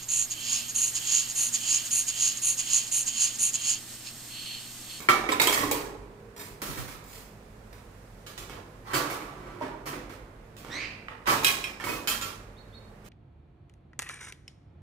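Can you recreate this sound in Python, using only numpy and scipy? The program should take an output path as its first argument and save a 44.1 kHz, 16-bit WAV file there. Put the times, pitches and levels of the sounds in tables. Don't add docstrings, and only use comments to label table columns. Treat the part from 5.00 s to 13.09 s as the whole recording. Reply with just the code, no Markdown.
import sys
import numpy as np
from scipy import signal
from scipy.fft import rfft, irfft
from scipy.io import wavfile
from scipy.ndimage import uniform_filter1d

SR = 44100
rng = np.random.default_rng(int(sys.argv[2]) if len(sys.argv) > 2 else 0)


def pcm_store(signal):
    levels = np.round(np.clip(np.atleast_2d(signal), -1, 1) * 32767)
    wavfile.write(sys.argv[1], SR, levels.astype(np.int16).T)


N = 356680
SIZE = 49152
T = np.arange(SIZE) / SR
HZ = np.fft.rfftfreq(SIZE, 1 / SR)


def amp(db):
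    return 10 ** (np.asarray(db) / 20)


def unit_rms(x):
    return x / np.sqrt(np.mean(x ** 2) + 1e-20)


def unit_energy(x):
    return x / np.sqrt(np.sum(x ** 2, axis=-1, keepdims=True) + 1e-20)


def curve(points, hz):
    freqs, values = np.transpose(points)
    return np.interp(np.log(hz + 1), np.log(freqs), values)


def decay(t, t60):
    return np.exp(-np.log(1000) * t / np.maximum(t60, 1e-3))


def add(mix, s, sound):
    part = mix[..., max(round(s * SR), 0):][..., :sound.shape[-1]]
    part += sound[..., :part.shape[-1]]


def min_phase(db):
    log_gain = np.log(amp(np.r_[db, db[-2:0:-1]]))
    return np.exp(np.conj(signal.hilbert(log_gain)))[:len(db)]


def wobble(count, size):
    return unit_rms(uniform_filter1d(uniform_filter1d(rng.standard_normal(count), size), size))


def trembling_phase(hz, jitter, size=24):
    return 2 * np.pi * np.cumsum(hz * (1 + jitter * wobble(len(hz), size))) / SR


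def mic_pair(spectra, hz):
    # (frequency [Hz], left-right likeness [0-1])
    likeness = [(100, 1), (380, 0.87), (650, 0.39), (1100, 0.046), (3000, 0.056), (12000, 0.016)]
    same = np.clip(curve(likeness, hz), 0, 1)
    return np.array([same * spectra[1] + np.sqrt(1 - same ** 2) * spectra[0], spectra[1]])


def room(build_s=0.0052, echoes_per_s=5000):
    # (frequency [Hz], t60 [s])
    reverb_times = [(120, 1.23), (400, 1.16), (1000, 0.93), (2800, 0.58), (7000, 0.53), (15000, 0.36)]
    echoes = rng.standard_normal((2, SIZE)) * (rng.random((2, SIZE)) < echoes_per_s / SR)
    echoes *= 1 - np.exp(-T / build_s)
    hz, t, bands = signal.stft(echoes, SR, nperseg=256)
    t60 = curve(reverb_times, hz)[:, None]
    bands = mic_pair(bands, hz[:, None]) * decay(t, t60) / np.sqrt(t60)
    return rfft(unit_energy(signal.istft(bands, SR, nperseg=256)[1][:, :SIZE]))


def reverb(sound):
    return signal.fftconvolve(np.atleast_2d(sound), irfft(room()), axes=1)[:, :N]


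def rumble(level_db=-51.5, hiss_from_hz=3100):
    # (frequency [Hz], relative level [dB])
    tone_colour = [(20, -29), (32, -15), (48, 3.5), (76, -30), (110, -12.5), (200, -7.5), (320, -14),
                   (450, -9), (700, -16), (1200, -19), (2000, -22.5), (3200, -30), (8000, -30.5),
                   (15000, -36)]
    # (time [s], gain [dB])
    hiss_course = [(1.2, -7), (3.2, -3), (5.3, -9), (8, -9)]
    # (centre [Hz], half-width [Hz], level [dB])
    resonances = [(48.6, 15, -60.5), (101.6, 14, -58), (153, 9.4, -69), (209.8, 2.9, -67)]
    hz = np.fft.rfftfreq(N, 1 / SR)
    noise = mic_pair(rfft(rng.standard_normal((2, N))), hz)
    wash = amp(level_db) * unit_rms(irfft(noise * amp(curve(tone_colour, hz)), N))
    hiss = wash - irfft(rfft(wash) / (1 + (hz / hiss_from_hz) ** 4), N)
    hiss_gain = amp(np.interp(np.arange(N) / SR, *np.transpose(hiss_course)))
    drones = sum(amp(db) * unit_rms(irfft(noise / (1 + ((hz - centre) / width) ** 4), N))
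                 for centre, width, db in resonances)
    return wash + (hiss_gain - 1) * hiss + drones


def contacts(snap_db, chatter_s, per_s, spread_db=4):
    age = T / max(chatter_s, 1e-3)
    hits = (rng.random(SIZE) < per_s / SR) * rng.choice([-1, 1], SIZE)
    sizes = amp(spread_db * rng.uniform(-1.64, 2.8, SIZE))
    drive = unit_energy(hits * sizes * age * np.exp(-age))
    drive[0] += amp(snap_db)
    return unit_energy(drive)


def contact_colour(thud_db, tilt_db, clean, pivot_hz=980, thud_octaves=1.7):
    # (frequency [Hz], gain [dB])
    crack = [(135, -22.5), (380, -3.5), (1100, -7), (2300, 5.5), (4800, -3.5), (11500, -2.5)]
    octaves = np.log2((HZ + 1) / pivot_hz)
    bass_db = thud_db * np.clip(-octaves / thud_octaves, 0, 1)
    treble_db = tilt_db * np.maximum(octaves, 0)
    return bass_db + treble_db + clean * curve(crack, HZ)


def ringing(modes, drift=0.0093):
    bent_time = np.cumsum(1 + drift * wobble(SIZE, size=500)) / SR
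    tones = 0
    for hz, db, t60 in modes:
        turns = rng.random() + rng.random((2, 1)) * min(hz / 2000, 1)
        tones += amp(db) * decay(T, t60) * np.sin(2 * np.pi * (hz * bent_time + turns))
    return rfft(tones)


def retuned(spectrum, slack=0.0086):
    tuning = 1 + slack * rng.standard_normal()
    return np.array([np.interp(HZ / tuning, HZ, channel) for channel in spectrum])


def knocks(hits, modes, part_eq, per_s, tick_db, clack_db, clack_t60, ring_db, room_db,
           ripple_db, near_db):
    # (frequency [Hz], gain [dB])
    cage_eq = [(40, -8), (85, -7.5), (125, 3), (175, -5), (300, 2), (680, -6), (1200, -2.5), (1750, -3),
               (2300, 0), (5500, -1), (7500, -1.5), (10000, -3.5), (14000, -1)]
    body_db = curve(cage_eq, HZ) + curve(part_eq, HZ)
    spots = []
    for _ in range(3):
        peaks_db = ripple_db * np.minimum(wobble(len(HZ), size=130), 1) * HZ / (HZ + 1800)
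        burst = unit_energy(rng.standard_normal((2, SIZE)) * decay(T, clack_t60))
        clack = mic_pair(rfft(burst), HZ)
        direct = (amp(tick_db) + amp(clack_db) * clack) * min_phase(peaks_db)
        echoes = amp(room_db) * room() * min_phase(0.31 * peaks_db)
        spots.append((direct, amp(ring_db) * ringing(modes), echoes))
    out = np.zeros((2, N))
    for k, (s, strength_db, thud_db, tilt_db, chatter_s, snap_db, hit_ring_db) in enumerate(hits):
        direct, ring, echoes = spots[k % len(spots)]
        clean = np.clip(snap_db / 11, 0, 1)
        blow_db = strength_db + body_db + contact_colour(thud_db, tilt_db, clean)
        blow = rfft(contacts(snap_db, chatter_s, per_s)) * min_phase(blow_db)
        near = amp(near_db * clean)
        held_ring = amp(hit_ring_db) * retuned(ring)
        add(out, s, irfft(blow * (direct * near + held_ring + echoes / np.sqrt(near))))
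    return out


def side_rattle():
    # (time [s], strength [dB], thud [dB], tilt [dB/octave], chatter [s], snap [dB], ring [dB])
    hits = [(0.003, 4, -2, -5, 0.019, 0, -23), (0.317, 14.5, -9, -7, 0.0038, -8, 1),
            (0.3985, 18.5, -3.5, -5, 0.0038, 8, -9), (0.416, 20.5, -1.5, -4, 0.012, 2, -13),
            (0.4715, 11.5, 11, -1.5, 0.00062, 10.5, -7), (0.488, 13, 2, -4, 0.0045, -28, -3.5),
            (0.526, 17, -16, -5, 0.0024, 1, -10), (0.537, 12, -5, -3, 0.0067, -2, -15),
            (0.58, 11, 9.5, -4, 0.027, -5, -5), (0.7125, 10, 2.5, -2, 0.0053, 3, -10),
            (0.732, 10.5, 3, -9, 0.0096, -5.5, -12), (1.364, 1.5, 0, -3.5, 0.035, -13, -6.5),
            (2.04, -7.5, -18, -2.5, 0.059, -11.5, -25), (2.13, -6, 5, -3, 0.03, -7, -29),
            (2.729, -5.5, -3, -6, 0.027, 2, -21)]
    # (frequency [Hz], level [dB], t60 [s])
    modes = [(296, -47.5, 0.57), (325.4, -57, 0.52), (412.5, -55, 2.07), (463, -59.5, 0.84),
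             (1010, -38.5, 0.27), (2060, -62, 0.22), (2286, -45, 0.16), (3120, -68, 0.12),
             (3340, -35.5, 0.099), (4280, -50, 0.04), (7650, -27, 0.1)]
    # (frequency [Hz], gain [dB])
    eq = [(135, -6.5), (380, -1.5), (1000, 2), (1500, 0), (2200, 0), (2750, -2.5), (3400, -3.5), (4800, -1),
          (11500, 4)]
    return knocks(hits, modes, eq, per_s=1100, tick_db=-21.5, clack_db=-2.5, clack_t60=0.038,
                  ring_db=3.5, room_db=-1.0, ripple_db=8.5, near_db=0.0)


def frame_clangs():
    # (time [s], strength [dB], thud [dB], tilt [dB/octave], chatter [s], snap [dB], ring [dB])
    hits = [(0.0875, 29.5, -2.5, -7, 0.0036, 2.5, -3.5), (0.2895, 18.5, 11, -5.5, 0.0017, 23, -6.5),
            (1.618, 12, 2.5, -3, 0.052, 0.5, -11.5), (1.775, 7, 0.5, -3.5, 0.012, -1, -11),
            (1.88, 4.5, -24, -4, 0.017, 1.5, -22), (3.84, 21.5, -11, -8.5, 0.11, -39, -11.5),
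            (3.934, 23.5, -2, -5, 0.013, -6, -12), (4.10, 8, 1, -3.5, 0.0084, 4.5, -12),
            (4.215, 1.5, 10.5, -6, 0.012, 10, -21), (4.34, 9, 3.5, -9.5, 0.11, -31, -11.5),
            (4.606, 15.5, -3, -10.5, 0.012, -11, -15), (4.857, 12, 0.5, -5, 0.0086, -12, -11),
            (4.93, 13, 2.5, -9.5, 0.0063, 6, -16), (5.095, 4.5, 1, -6.5, 0.014, 3.5, -23),
            (6.273, 27.5, -5.5, -6, 0.02, -6.5, -8), (6.84, 14.5, 5, -4, 0.034, -5.5, -5)]
    # (frequency [Hz], level [dB], t60 [s])
    modes = [(285, -68, 0.26), (992, -53, 0.51), (1053, -42, 0.21), (1148, -45, 0.4), (1290.4, -40.5, 0.3),
             (1507, -42, 0.092), (1780, -51, 0.084), (1960, -31.5, 0.02), (2238, -30, 0.041),
             (3120, -40, 0.22), (4840, -35.5, 0.044)]
    # (frequency [Hz], gain [dB])
    eq = [(135, -1), (250, 1), (380, 1), (800, 1.5), (1200, 2), (2300, -0.5), (2800, -3.5), (4800, -1.5),
          (11500, 4)]
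    return knocks(hits, modes, eq, per_s=1200, tick_db=-25.5, clack_db=-7.5, clack_t60=0.14,
                  ring_db=2.0, room_db=-4.0, ripple_db=1, near_db=-2.5)


def wire_tone(hz, db, t60, count=4, detune=0.017):
    t = T[:SR // 2]
    offsets = np.linspace(-1, 1, count) + rng.uniform(-0.36, 0.88, count)
    pitches = hz * (1 + detune * offsets[:, None, None])
    tones = np.sin(2 * np.pi * (pitches * t + rng.random((2, 1)))).sum(0)
    fade = decay(t, t60)
    return amp(db) * unit_energy(tones * fade) * np.sqrt(np.sum(fade ** 2) / 2)


def wire_clanks(room_db=-7):
    # (time [s], first tone [Hz], level [dB], second tone [Hz], level [dB], t60 [s])
    strikes = [(0.0875, 1900, -21, 2257, -17, 0.18), (0.29, 308, -33, 525, -30, 0.23),
               (0.323, 1080, -25, 3720, -27, 0.077), (0.399, 2110, -21.5, 3710, -20, 0.15),
               (0.403, 2280, -21.5, 4420, -26, 0.13), (0.408, 900, -24.5, 1000, -33, 0.14),
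               (0.4715, 2265, -26, 3185, -21, .1), (0.478, 1005, -25, 1265, -34, 0.3),
               (0.488, 3280, -22.5, 3795, -31, 0.11), (0.537, 1840, -25, 3280, -29, 0.1),
               (0.575, 1110, -26.5, 1924, -28, 0.34), (0.635, 286, -40, 1075, -31, 0.51),
               (0.713, 463, -28.5, 825, -31.5, 0.23), (0.718, 553, -31, 288, -33, 0.25),
               (1.62, 250, -57, 984, -45, 0.6), (1.69, 132, -37, 288, -48, 0.32),
               (1.784, 126, -36, 262, -49, 0.47), (3.938, 1000, -42, 1603, -30.5, 0.22),
               (3.944, 2210, -39, 4530, -36, 0.35), (4.612, 603, -36.5, 945, -34.5, 0.55),
               (4.62, 267, -35.5, 469, -41, 0.5), (6.084, 1140, -41, 1990, -35, 0.056),
               (6.282, 1004, -35, 1285, -21.5, 0.34), (6.4465, 1630, -22.5, 3860, -26, 0.15),
               (6.468, 2940, -28, 3290, -26, 0.15), (6.488, 2440, -21.5, 3800, -33, 0.14),
               (6.641, 2420, -33, 5280, -41, 0.2), (6.8, 1030, -43, 1760, -36.5, 0.18),
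               (6.87, 211, -46, 964, -35, 0.45), (6.89, 437, -35, 2520, -34, 0.39)]
    wires = np.zeros((2, N))
    for s, first_hz, first_db, second_hz, second_db, t60 in strikes:
        add(wires, s, wire_tone(first_hz, first_db, t60) + wire_tone(second_hz, second_db, t60))
    return wires + amp(room_db) * reverb(wires)


def hums():
    # (time [s], length [s], pitch [Hz], level [dB])
    swells = [(0.921, 0.23, 395, -59), (1.129, 0.31, 455.4, -54)]
    out = np.zeros(N)
    for s, length_s, hz, db in swells:
        swell = np.hanning(round(length_s * SR))
        phase = trembling_phase(np.full(len(swell), hz), jitter=0.022, size=400)
        add(out, s, amp(db) * swell * unit_rms(np.sin(phase)))
    return out


def feeder_knocks():
    # (time [s], strength [dB], thud [dB], tilt [dB/octave], chatter [s], snap [dB], ring [dB])
    hits = [(3.265, -2, 3, -4.5, 0.0054, -6, -18), (3.378, 2, 4, -4.5, 0.0028, 0, -15),
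            (3.497, 0.5, 4.5, -6.5, 0.0096, 1.5, -16), (3.53, 0.5, 7, -10.5, 0.0065, -4, -9),
            (5.567, -7, 8, -4, 0.012, -4, -11), (5.648, 6, 5.5, -8.5, 0.053, -6, -26),
            (6.084, 9.5, -7, -13, 0.0026, 7.5, -18), (6.258, 17.5, -6, -9.5, 0.017, -15, -18),
            (6.8, 8.5, -12, -8.5, 0.014, -7, -14), (7.074, 13, -4.5, -2.5, 0.007, -6, -6.5),
            (7.213, 7, -2.5, -4, 0.0094, -4, -5), (8.042, -12, -10, -4, 0.012, -21, -16)]
    # (frequency [Hz], level [dB], t60 [s])
    modes = [(790, -56, 0.22), (1346, -46.5, 0.45), (2547, -39, 0.12), (3160, -37, 0.35), (4200, -41, 0.2),
             (4877, -45, 0.25), (7100, -30, 0.12)]
    # (frequency [Hz], gain [dB])
    eq = [(135, -2.5), (380, -4), (1100, 2.5), (2300, 0), (4800, 1), (7500, 3.5), (11500, 5)]
    return knocks(hits, modes, eq, per_s=2200, tick_db=-12, clack_db=-5.0, clack_t60=0.012,
                  ring_db=4.5, room_db=0.5, ripple_db=3.5, near_db=-0.5)


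def squawk(flutter_depth=0.75, smear_rad=1.6, rasp_depth=0.5, uneven_depth=0.34):
    # (time [s], pitch [Hz], level [dB], roughness [0-1], tilt before roll-off [dB/harmonic])
    gesture = [(5.694, 1707, -56, 0.2, -2), (5.722, 1870, -38.5, 0.45, 5), (5.766, 2066, -35.5, 0.55, 3.5),
               (5.81, 2374, -36.5, 0.68, -6), (5.845, 2480, -38, 0.72, -6), (5.879, 2450, -42.5, 0.7, -7),
               (5.9, 2380, -57, 0.7, -13.5)]
    times, *columns = np.transpose(gesture)
    t = np.arange(times[0], times[-1], 1 / SR)
    hz, level_db, rough, tilt_db = [np.interp(t, times, column) for column in columns]
    phase = trembling_phase(hz, jitter=0.045 * rough)
    overtone = np.arange(5)[:, None]
    gains = amp(tilt_db * overtone - 1.84 * overtone * (overtone + 2.5))
    flutter = 1 + flutter_depth * rough * np.array([wobble(len(t), size=44) for _ in overtone])
    smear = smear_rad * rough * np.array([wobble(len(t), size=80) for _ in overtone])
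    harmonics = gains * unit_rms(flutter) * np.sin((overtone + 1) * phase + smear)
    voice = harmonics.sum(0) / np.sqrt((gains ** 2).sum(0) / 2)
    rasp = unit_rms(1 + rasp_depth * rough * wobble(len(t), size=20))
    uneven = unit_rms(1 + uneven_depth * rough * np.cos(phase / 3))
    out = np.zeros(N)
    add(out, times[0], amp(level_db) * rasp * uneven * voice)
    return out


def chirps(top_at=0.72, sag=0.16, held_hz=4320, jitter=0.009):
    # (time [s], length [s], top of the glide [Hz], level [dB])
    calls = [(7.563, 0.037, 3880, -56.5), (7.724, 0.046, 3820, -53)]
    out = np.zeros(N)
    for s, length_s, top_hz, level_db in calls:
        progress = np.arange(0, length_s, 1 / SR) / length_s
        off_top = (progress / top_at - 1) ** 2
        glide = amp(-8 * off_top) * np.sin(trembling_phase(top_hz * (1 - sag * off_top), jitter))
        held = amp(3 - 67 * off_top) * np.sin(trembling_phase(np.full(len(glide), held_hz), jitter))
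        add(out, s, amp(level_db) * signal.windows.tukey(len(glide), 0.3) * (glide + held))
    return out


def door_clacks():
    # (time [s], strength [dB], thud [dB], tilt [dB/octave], chatter [s], snap [dB], ring [dB])
    hits = [(6.434, 6.5, 0.5, -4, 0.0019, -3, -25), (6.4465, 14, -6, -1, 0.004, 8.5, -5),
            (6.467, 11.5, 3.5, -3, 0.0044, -4, -1), (6.488, -1, -10, -7, 0.0026, 12, 12),
            (6.641, 5.5, -3, -4.5, 0.0024, 12, 0.5)]
    # (frequency [Hz], level [dB], t60 [s])
    modes = [(1088, -50, 0.56), (1380, -59, 0.29), (2170, -42, 0.103), (2440, -49, 0.38), (2540, -40, 0.16),
             (2430, -40, 0.1), (3230, -40.5, 0.19), (2910, -42, 0.042), (3170, -48, 0.2),
             (3930, -38, 0.062), (5530, -38, .12), (8100, -45, 0.22), (10600, -41, .2)]
    # (frequency [Hz], gain [dB])
    eq = [(135, -9), (380, -4.5), (1100, 0.2), (2300, -1), (4800, 1.5), (11500, 2.5)]
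    return knocks(hits, modes, eq, per_s=1100, tick_db=-12.5, clack_db=-3.5, clack_t60=0.033,
                  ring_db=6.0, room_db=-1.0, ripple_db=5.5, near_db=-1.0)


def scene():
    cage = frame_clangs() + side_rattle() + door_clacks() + feeder_knocks() + wire_clanks()
    lingering = hums()
    birds = squawk() + chirps()
    return cage + lingering + amp(-2) * (birds + reverb(birds)) + rumble()


def record(dry, cutoff_hz=15650):
    # (frequency [Hz], left minus right [dB])
    balance = [(100, -2.5), (280, -1.5), (550, -4.5), (2000, -5.5), (4000, -8), (8000, -3.5), (14000, 0)]
    balance_db = curve(balance, np.fft.rfftfreq(N, 1 / SR))
    heard = irfft(rfft(dry) * amp([balance_db / 2, -balance_db / 2]), N)
    lowpass = signal.firwin(511, cutoff_hz, window=("kaiser", 9), fs=SR)
    return signal.oaconvolve(heard, lowpass[None], "same")


dry = scene()
out = record(dry)
pcm_store(out)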